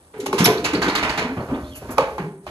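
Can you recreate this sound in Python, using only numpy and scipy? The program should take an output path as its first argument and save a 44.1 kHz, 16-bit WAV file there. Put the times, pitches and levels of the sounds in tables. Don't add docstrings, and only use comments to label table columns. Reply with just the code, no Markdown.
import sys
import numpy as np
from scipy import signal
from scipy.fft import rfft, irfft, next_fast_len
from scipy.io import wavfile
from scipy.ndimage import map_coordinates

SR = 44100
rng = np.random.default_rng(int(sys.argv[2]) if len(sys.argv) > 2 else 0)


def unload_wav(signal):
    wavfile.write(
        sys.argv[1],
        SR,
        np.round(np.clip(np.atleast_2d(signal).T, -1, 1) * 32767).astype(np.int16),
    )


def ratio(d):
    e = np.asarray(d, float) / 20
    return 10 ** e


N = 110250


def unit(x):
    return x / np.sqrt(np.mean(x ** 2) + 1e-20)


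def along(points, hz):
    point_hz, value = np.transpose(points)
    return np.interp(np.log(hz + 1), np.log(point_hz + 1), value)


def filtered(x, response):
    size = next_fast_len(x.shape[-1] + 4096)
    spectrum = rfft(x, size) * response(np.fft.rfftfreq(size, 1 / SR))
    return irfft(spectrum, size)[..., :x.shape[-1]]


def noise(count):
    return rng.standard_normal((2, count))


def add(track, s, sound):
    part = track[:, round(s * SR):][:, :sound.shape[-1]]
    part += sound[..., :part.shape[1]]


def wobble(rate, count=N):
    knots = rng.standard_normal(int(count * rate / SR) + 4)
    return map_coordinates(knots, [np.arange(count) * rate / SR])


def dying(t60_of, gain_of_hz, count=SR // 2):
    hz, t, z = signal.stft(noise(count), SR, nperseg=256)
    decay = ratio(-60 * t / np.maximum(t60_of(hz), .01)[:, None])
    gain = unit(gain_of_hz(hz))[:, None] * decay
    return signal.istft(z * gain, SR, nperseg=256)[1][:, :count]


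def rings(hz, db, t60, t):
    turn = 2 * np.pi * (hz[:, None] * t + rng.random((2, len(hz), 1)))
    return np.sum(ratio(db[:, None] - 60 * t / t60[:, None]) * np.sin(turn), axis=1)


def band(hz, centre_hz, width_hz):
    return 1 / (1 + (2 * (hz - centre_hz) / width_hz) ** 2)


def background():
    # start_s, level_db
    stir = [
        (0, -12),
        (.15, -9),
        (.4, 5),
        (1.201, 3),
        (1.7, 4.5),
        (1.948, 6.5),
        (2.248, 2.5),
        (2.398, -20.5),
        (2.5, 6),
    ]
    # pitch_hz, level_db
    chassis = [(20, -30), (35, -12), (73, 0), (100, -14), (135, -8), (200, -40)]
    # pitch_hz, level_db
    straw = [(1500, -0.5), (3000, -6), (6000, -9), (11500, -13.5), (14000, -50)]
    # pitch_hz, level_db
    air = [(30, -16.5), (290, 2), (1000, -7), (4000, -34.5), (7400, -21), (8300, -2), (11000, -22),
           (13300, -30)]
    stir_db = np.interp(np.arange(N) / SR, *np.transpose(stir))

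    def hiss(points):
        return unit(filtered(noise(N), lambda f: ratio(along(points, f))))

    grain_db = wobble(30) + 2 * wobble(300)
    rustle = hiss(straw) * ratio(-55 + 0.73 * stir_db + grain_db)
    rumble = hiss(chassis) * ratio(-46.5 + stir_db)
    return rumble + rustle + ratio(-54) * hiss(air)


def bird():
    # start_s, length_s, from_hz, to_hz, level_db
    notes_sung = [
        (1.403, .012, 4200, 4450, -53),
        (1.372, .025, 2950, 3300, -55),
        (1.536, .022, 3100, 3800, -51),
        (1.552, .01, 4100, 4600, -58),
        (1.63, .065, 3350, 3750, -53),
        (1.64, .04, 4000, 4400, -59),
        (1.67, .045, 4450, 4200, -59),
        (1.69, .05, 3750, 3100, -52),
        (1.715, .075, 3400, 2300, -46),
        (1.748, .025, 4650, 4300, -59),
    ]
    trill_hz = 188
    out = np.zeros((1, N))
    for s, length, from_hz, to_hz, db in notes_sung:
        t = np.arange(round(length * SR)) / SR
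        pitch = from_hz + (to_hz - from_hz) * t / length
        tone = np.sin(2 * np.pi * np.cumsum(pitch) / SR)
        chop = np.cos(np.pi * trill_hz * t) ** 2 if length > .045 else 1
        swell = 2 * np.sqrt(np.sin(np.pi * t / length))
        add(out, s, ratio(db) * swell * chop * tone * (1 + .5 * wobble(700, count=len(t))))
    return out


def scuffs():
    # start_s, length_s, level_db
    slides = [
        (0.178, 0.036, -51),
        (1.753, 0.053, -36),
        (1.905, 0.048, -35.5),
    ]
    # pitch_hz, level_db
    hiss_colour = [(1500, -1.5), (4000, -12), (8000, 0.5), (11500, 2), (14500, -2.5)]
    # pitch_hz, width_hz, level_db
    squeal = [(5500, 530, -17), (11550, 700, -15)]
    squeal_s, squeal_len_s, squeal_t60_s = .442, .014, .2
    out, t = np.zeros((2, N)), np.arange(SR // 4) / SR
    for s, length, db in slides:
        hiss = unit(filtered(noise(len(t)), lambda f: ratio(along(hiss_colour, f))))
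        add(out, s, ratio(db) * hiss * np.sin(np.pi * np.minimum(t / length, 1) ** 0.47))
    ring_on = 0.32 * ratio(-60 * t / squeal_t60_s)
    held = np.minimum(t / 0.0016, 1) * np.where(t < squeal_len_s, 1, ring_on)
    for hz, width_hz, db in squeal:
        shriek = unit(filtered(noise(len(t)), lambda f: band(f, hz, width_hz)))
        add(out, squeal_s, ratio(db) * held * shriek)
    return out


def clinks():
    # start_s, peak_db, pitch_hz
    pin = [(0.4519, -11, 3590), (0.5816, -22, 4030), (0.6502, -15.5, 4500), (0.7517, -16.5, 4230),
           (0.83, -12.5, 4350), (0.8874, -19, 3744), (0.901, -19, 4270), (0.761, -27, 4480),
           (0.9611, -13, 4160), (1.0336, -26, 3950), (1.0983, -19.5, 4470), (1.1862, -23, 4210)]
    skid_s, glide, roughness = .009, .16, .8
    out, t = np.zeros((2, N)), np.arange(SR // 10) / SR
    u = t / skid_s
    swell = 7 * u * np.exp(-3 * u)
    for s, db, hz in pin:
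        pitch = hz * (1 + glide * (np.minimum(u, 1.5) - .4))
        rough = 1 + roughness * np.array([wobble(1400, count=len(t)), wobble(1400, count=len(t))])
        squeak = np.sin(2 * np.pi * np.cumsum(pitch) / SR)
        add(out, s - .004, ratio(db - 4) * swell * rough * squeak)
    return out


def thuds():
    # start_s, peak_db, pitch_hz, t60_s
    landings = [(0.142, -31, 433, 0.86), (0.19, -21, 406.6, 0.34), (0.213, -23, 378, 0.16),
                (0.232, -22.5, 275, 0.19), (0.271, -15, 394, 0.13), (0.283, -20.5, 261.5, 0.26),
                (0.335, -12.5, 395, 0.22), (0.407, -6.5, 176.2, 0.18), (0.407, -7, 272, 0.087),
                (0.464, -11, 367, 0.22), (0.466, -15, 709, 0.26), (0.47, -14, 127, 0.15),
                (0.482, -8.5, 438, 0.1), (0.482, -15, 1021, 0.16), (0.501, -12, 432, 0.18),
                (0.525, -20.5, 454, 0.15), (0.56, -17.5, 378, 0.27), (0.598, -17.5, 404.5, 0.16),
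                (0.635, -19, 308, 0.23), (0.736, -8, 302, 0.085), (0.748, -9.5, 414.3, 0.15),
                (0.756, -13, 191.5, 0.22), (0.79, -20.5, 387.5, 0.22), (0.845, -16, 331, 0.32),
                (0.858, -27.5, 193, 0.18), (0.882, -3.5, 301, 0.05), (0.893, -17.5, 400, 0.045),
                (0.967, -25.5, 286.4, 0.98), (1.215, -23, 433, 0.34), (1.25, -16, 242, 0.11),
                (1.297, -22.5, 265.7, 0.42), (1.385, -17, 123, 0.14), (1.41, -17.5, 133, 0.19),
                (1.521, -12.5, 270, 0.15), (1.575, -26, 291, 0.29), (1.6, -39, 608.7, 0.86),
                (1.775, -38, 615, 0.5), (1.894, -27.5, 254, 0.32), (1.991, -10.5, 531, 0.12),
                (2.019, -11.5, 491, 0.1), (2.045, -21, 874, 0.08), (2.077, -24.5, 645, 0.085),
                (2.133, -23.5, 402, 0.16), (2.191, -18, 416, 0.12), (2.215, -19.5, 391, 0.15),
                (2.27, -22.5, 407, 0.14), (2.315, -29.5, 392, 0.24), (2.476, -30.5, 364, 0.3),
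                (0.705, -29, 74, 0.25),
        (1.5, -28, 76, 0.2),
        (1.61, -27, 74, 0.4),
        (1.93, -31, 62, 0.3),
        (2.198, -20, 175, 0.2),
        (2.228, -20, 158, 0.25),
        (2.275, -25, 190, 0.15),
    ]
    rise_s, sag, waver_db, neighbour_q = 0.00485, 0.036, 2.5, 3
    out, t = np.zeros((2, N)), np.arange(SR // 2) / SR
    rise = 1 - np.exp(-t / rise_s)
    for s, db, hz, t60 in landings:
        def boom_colour(f):
            neighbours = band(f, hz, hz / neighbour_q) * (f > hz / 2)
            puff = ratio(-9.5) * (f > 110) * (f < 520)
            return neighbours + puff

        boom = unit(filtered(noise(len(t)), boom_colour))
        waver = ratio(waver_db * wobble(60, count=len(t)))
        mode = np.sin(2 * np.pi * hz * t * (1 - sag * t / t60)) * waver
        boom_gain = ratio(-3.5 + .4 * (db + 15))
        add(out, s - rise_s, ratio(db - 3 - 60 * t / t60) * rise * (boom_gain * boom + mode))
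    return out


def raps():
    # start_s, peak_db
    blows = [
        (0.263, -8),
        (0.33, -4.5),
        (1.9755, -19),
        (1.983, 5.5),
        (2.183, -12.5),
        (2.467, -17.5),
    ]
    # pitch_hz, level_db, t60_s
    beam_modes = [(603, -7, 0.065), (692, -7, 0.041), (851, 0.5, 0.048), (1099, -3.5, 0.058),
                  (1186, -0.5, 0.026), (1440, -10.5, 0.028), (2328, -10.5, 0.04)]
    snap_t60_s = 0.018
    out, t = np.zeros((2, N)), np.arange(SR // 4) / SR
    hz, level, t60 = np.transpose(beam_modes + beam_modes + beam_modes)
    for s, db in blows:
        detuned_hz = hz * (1 + 0.037 * rng.standard_normal(len(hz)))
        beam = rings(detuned_hz, level + 2 * rng.standard_normal(len(hz)), t60, t)
        snap = unit(filtered(noise(len(t)), lambda f: (f > 400) * 1000 / (f + 900)))
        snap = ratio(-60 * t / snap_t60_s) * snap
        add(out, s - .002, ratio(db - 13.5) * np.minimum(t / 0.0028, 1) * (beam + snap))
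    return out


def knocks():
    # start_s, peak_db, brightness_db_per_octave, t60_s
    hooves = [(0.138, -34, -4.5, 1), (0.2, -35.5, 6.5, 0.34), (0.26, -24.5, 5.5, 0.21),
              (0.328, -22, 4.5, 0.38), (0.381, -14, 3, 0.75), (0.387, -14, -0.5, 0.74),
              (0.455, -6, 5.5, 0.14), (0.575, -36.5, 6, 0.49), (0.643, -13.5, 1.5, 0.42),
              (0.734, -15, 0, 0.37), (0.818, -10, -1, 0.55), (0.882, -14, -0.5, 0.45),
              (0.952, -10.5, 0.5, 0.42), (1.027, -10.5, -2, 0.41), (1.089, -16.5, -1.5, 0.64),
              (1.176, -10, -1.5, 0.45), (1.371, -18.5, -10, 0.33), (1.487, -21.5, -11, 0.47),
              (1.538, -23, -8, 0.4), (1.82, -30, -10.5, 0.47), (1.889, -25, -8, 0.39),
              (1.982, -18, -1, 0.44), (2.183, -21.5, -5, 0.27), (2.468, -28, -1.5, 0.29)]
    # pitch_hz, level_db
    sheet_colour = [(300, 4.5), (1100, -3.5), (1900, -12.5), (2350, -14), (3200, -23.5), (4300, -32),
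                    (7500, -42.5), (13300, -58)]
    # pitch_hz, share_of_t60
    sheet_decay = [(300, 0.76), (1000, 1), (4000, 0.59), (12000, 0.4)]
    # pitch_hz, level_db, t60_s
    panel_modes = [(433, -10, 0.91), (615, -7, 0.41), (704.3, -7, 0.29), (856.4, 8.5, 0.066),
                   (957, -3, 0.15), (1130, -25.5, 0.13), (1524, -5, 0.38), (980, -9, 0.26),
                   (1220, -3.5, 0.18), (1798, -9, 0.3), (2380, -22.5, 0.36), (2870, -13, 0.24)]
    out, t = np.zeros((2, N)), np.arange(SR // 2) / SR
    hz, level, ring = np.transpose(panel_modes)
    for s, db, bright, t60 in hooves:
        def streaks(f):
            octaves = np.log2(np.clip(f, 500, 9000) / 1000)
            colour = ratio(along(sheet_colour, f) + (bright + 9.5) * octaves)
            return colour * ratio(2.2 * rng.standard_normal(len(f)))

        sheet = dying(lambda f: t60 * along(sheet_decay, f), streaks)
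        sheet = sheet / np.std(filtered(sheet[:, :600], lambda f: (f > 700) & (f < 3000)))
        rattle = ratio(1.5 * wobble(256.0, count=len(t)))
        panel = rings(hz, level + 3 * rng.standard_normal(len(hz)), ring, t)
        rise_s = .004 * ratio(-bright)
        rise = 1 - np.exp(-t / rise_s)
        add(out, s - rise_s / 2, ratio(db) * rise * (ratio(-9.5) * sheet * rattle + ratio(-17) * panel))
    return out


def shed(x):
    # pitch_hz, t60_s
    shed_t60 = [(100, 1), (1000, 0.41), (6000, 0.36), (13000, 0.24)]
    out, step = np.zeros((2, N)), SR // 4
    for start in range(0, N, step):
        tail = dying(lambda f: along(shed_t60, f), lambda f: f / (f + 500) / (1 + f / 4000))
        tail /= np.linalg.norm(tail[0])
        add(out, start / SR + .012, signal.fftconvolve(x[:, start:start + step], tail, axes=1))
    return out


def scene():
    near = bird() * [[1], [0]] + scuffs() + clinks() + thuds() + raps() + knocks()
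    return near + ratio(-11) * shed(near) + background()


def low_pass(x):
    return signal.sosfilt(signal.butter(12, 13420, fs=SR, output="sos"), x)


def record(dry):
    # pitch_hz, correlation
    alike = [(600, 1), (1200, .78), (2200, .4), (4000, .45), (6000, .7), (8000, .9)]
    # pitch_hz, lead_rad
    lead = [(700, 0), (1300, -.9), (1900, -2.2), (4100, -5.8), (6100, -12), (8400, -9.6), (9500, -9.3),
            (11000, -6.4), (13500, -3.8)]
    # pitch_hz, level_db
    tilt = [(500, -1), (1200, -2), (2500, -3), (5000, -4.5), (8000, 2.5), (12000, -1.5)]
    # from_hz, to_hz
    faint_bands = [(8450, 9400), (11100, 12300)]
    mono_below_hz, low_cut_hz, top_hz, round_level = 700, 45, 13450, 1.2

    def likeness(f):
        turn = np.arccos(np.clip(along(alike, f), -1, 1)) / 2
        return np.array([np.cos(turn), np.sin(turn)])

    def port_balance(f):
        half = ratio(along(tilt, f) / 2) * np.exp(.5j * along(lead, f))
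        return np.array([half, 1 / half])

    def kept(f, edges):
        return np.where((f > edges[0]) & (f < edges[1]), .08, 1)

    def side_response(f):
        return kept(f, faint_bands[1]) / (1 + (mono_below_hz / (f + 1)) ** 8)

    def middle_response(f):
        low_cut = 1 + (low_cut_hz / (f + 1)) ** 2
        return kept(f, faint_bands[0]) * kept(f, (top_hz, SR)) / low_cut

    same, other = filtered(dry, likeness)
    left, right = filtered(np.array([same + other, same - other]), port_balance)
    side = filtered((left - right) / 2, side_response)
    x = filtered((left + right) / 2, middle_response) + np.array([side, -side])
    return low_pass(x / (1 + abs(x / round_level) ** 4) ** 0.097)


dry = scene()
out = record(dry)
unload_wav(out)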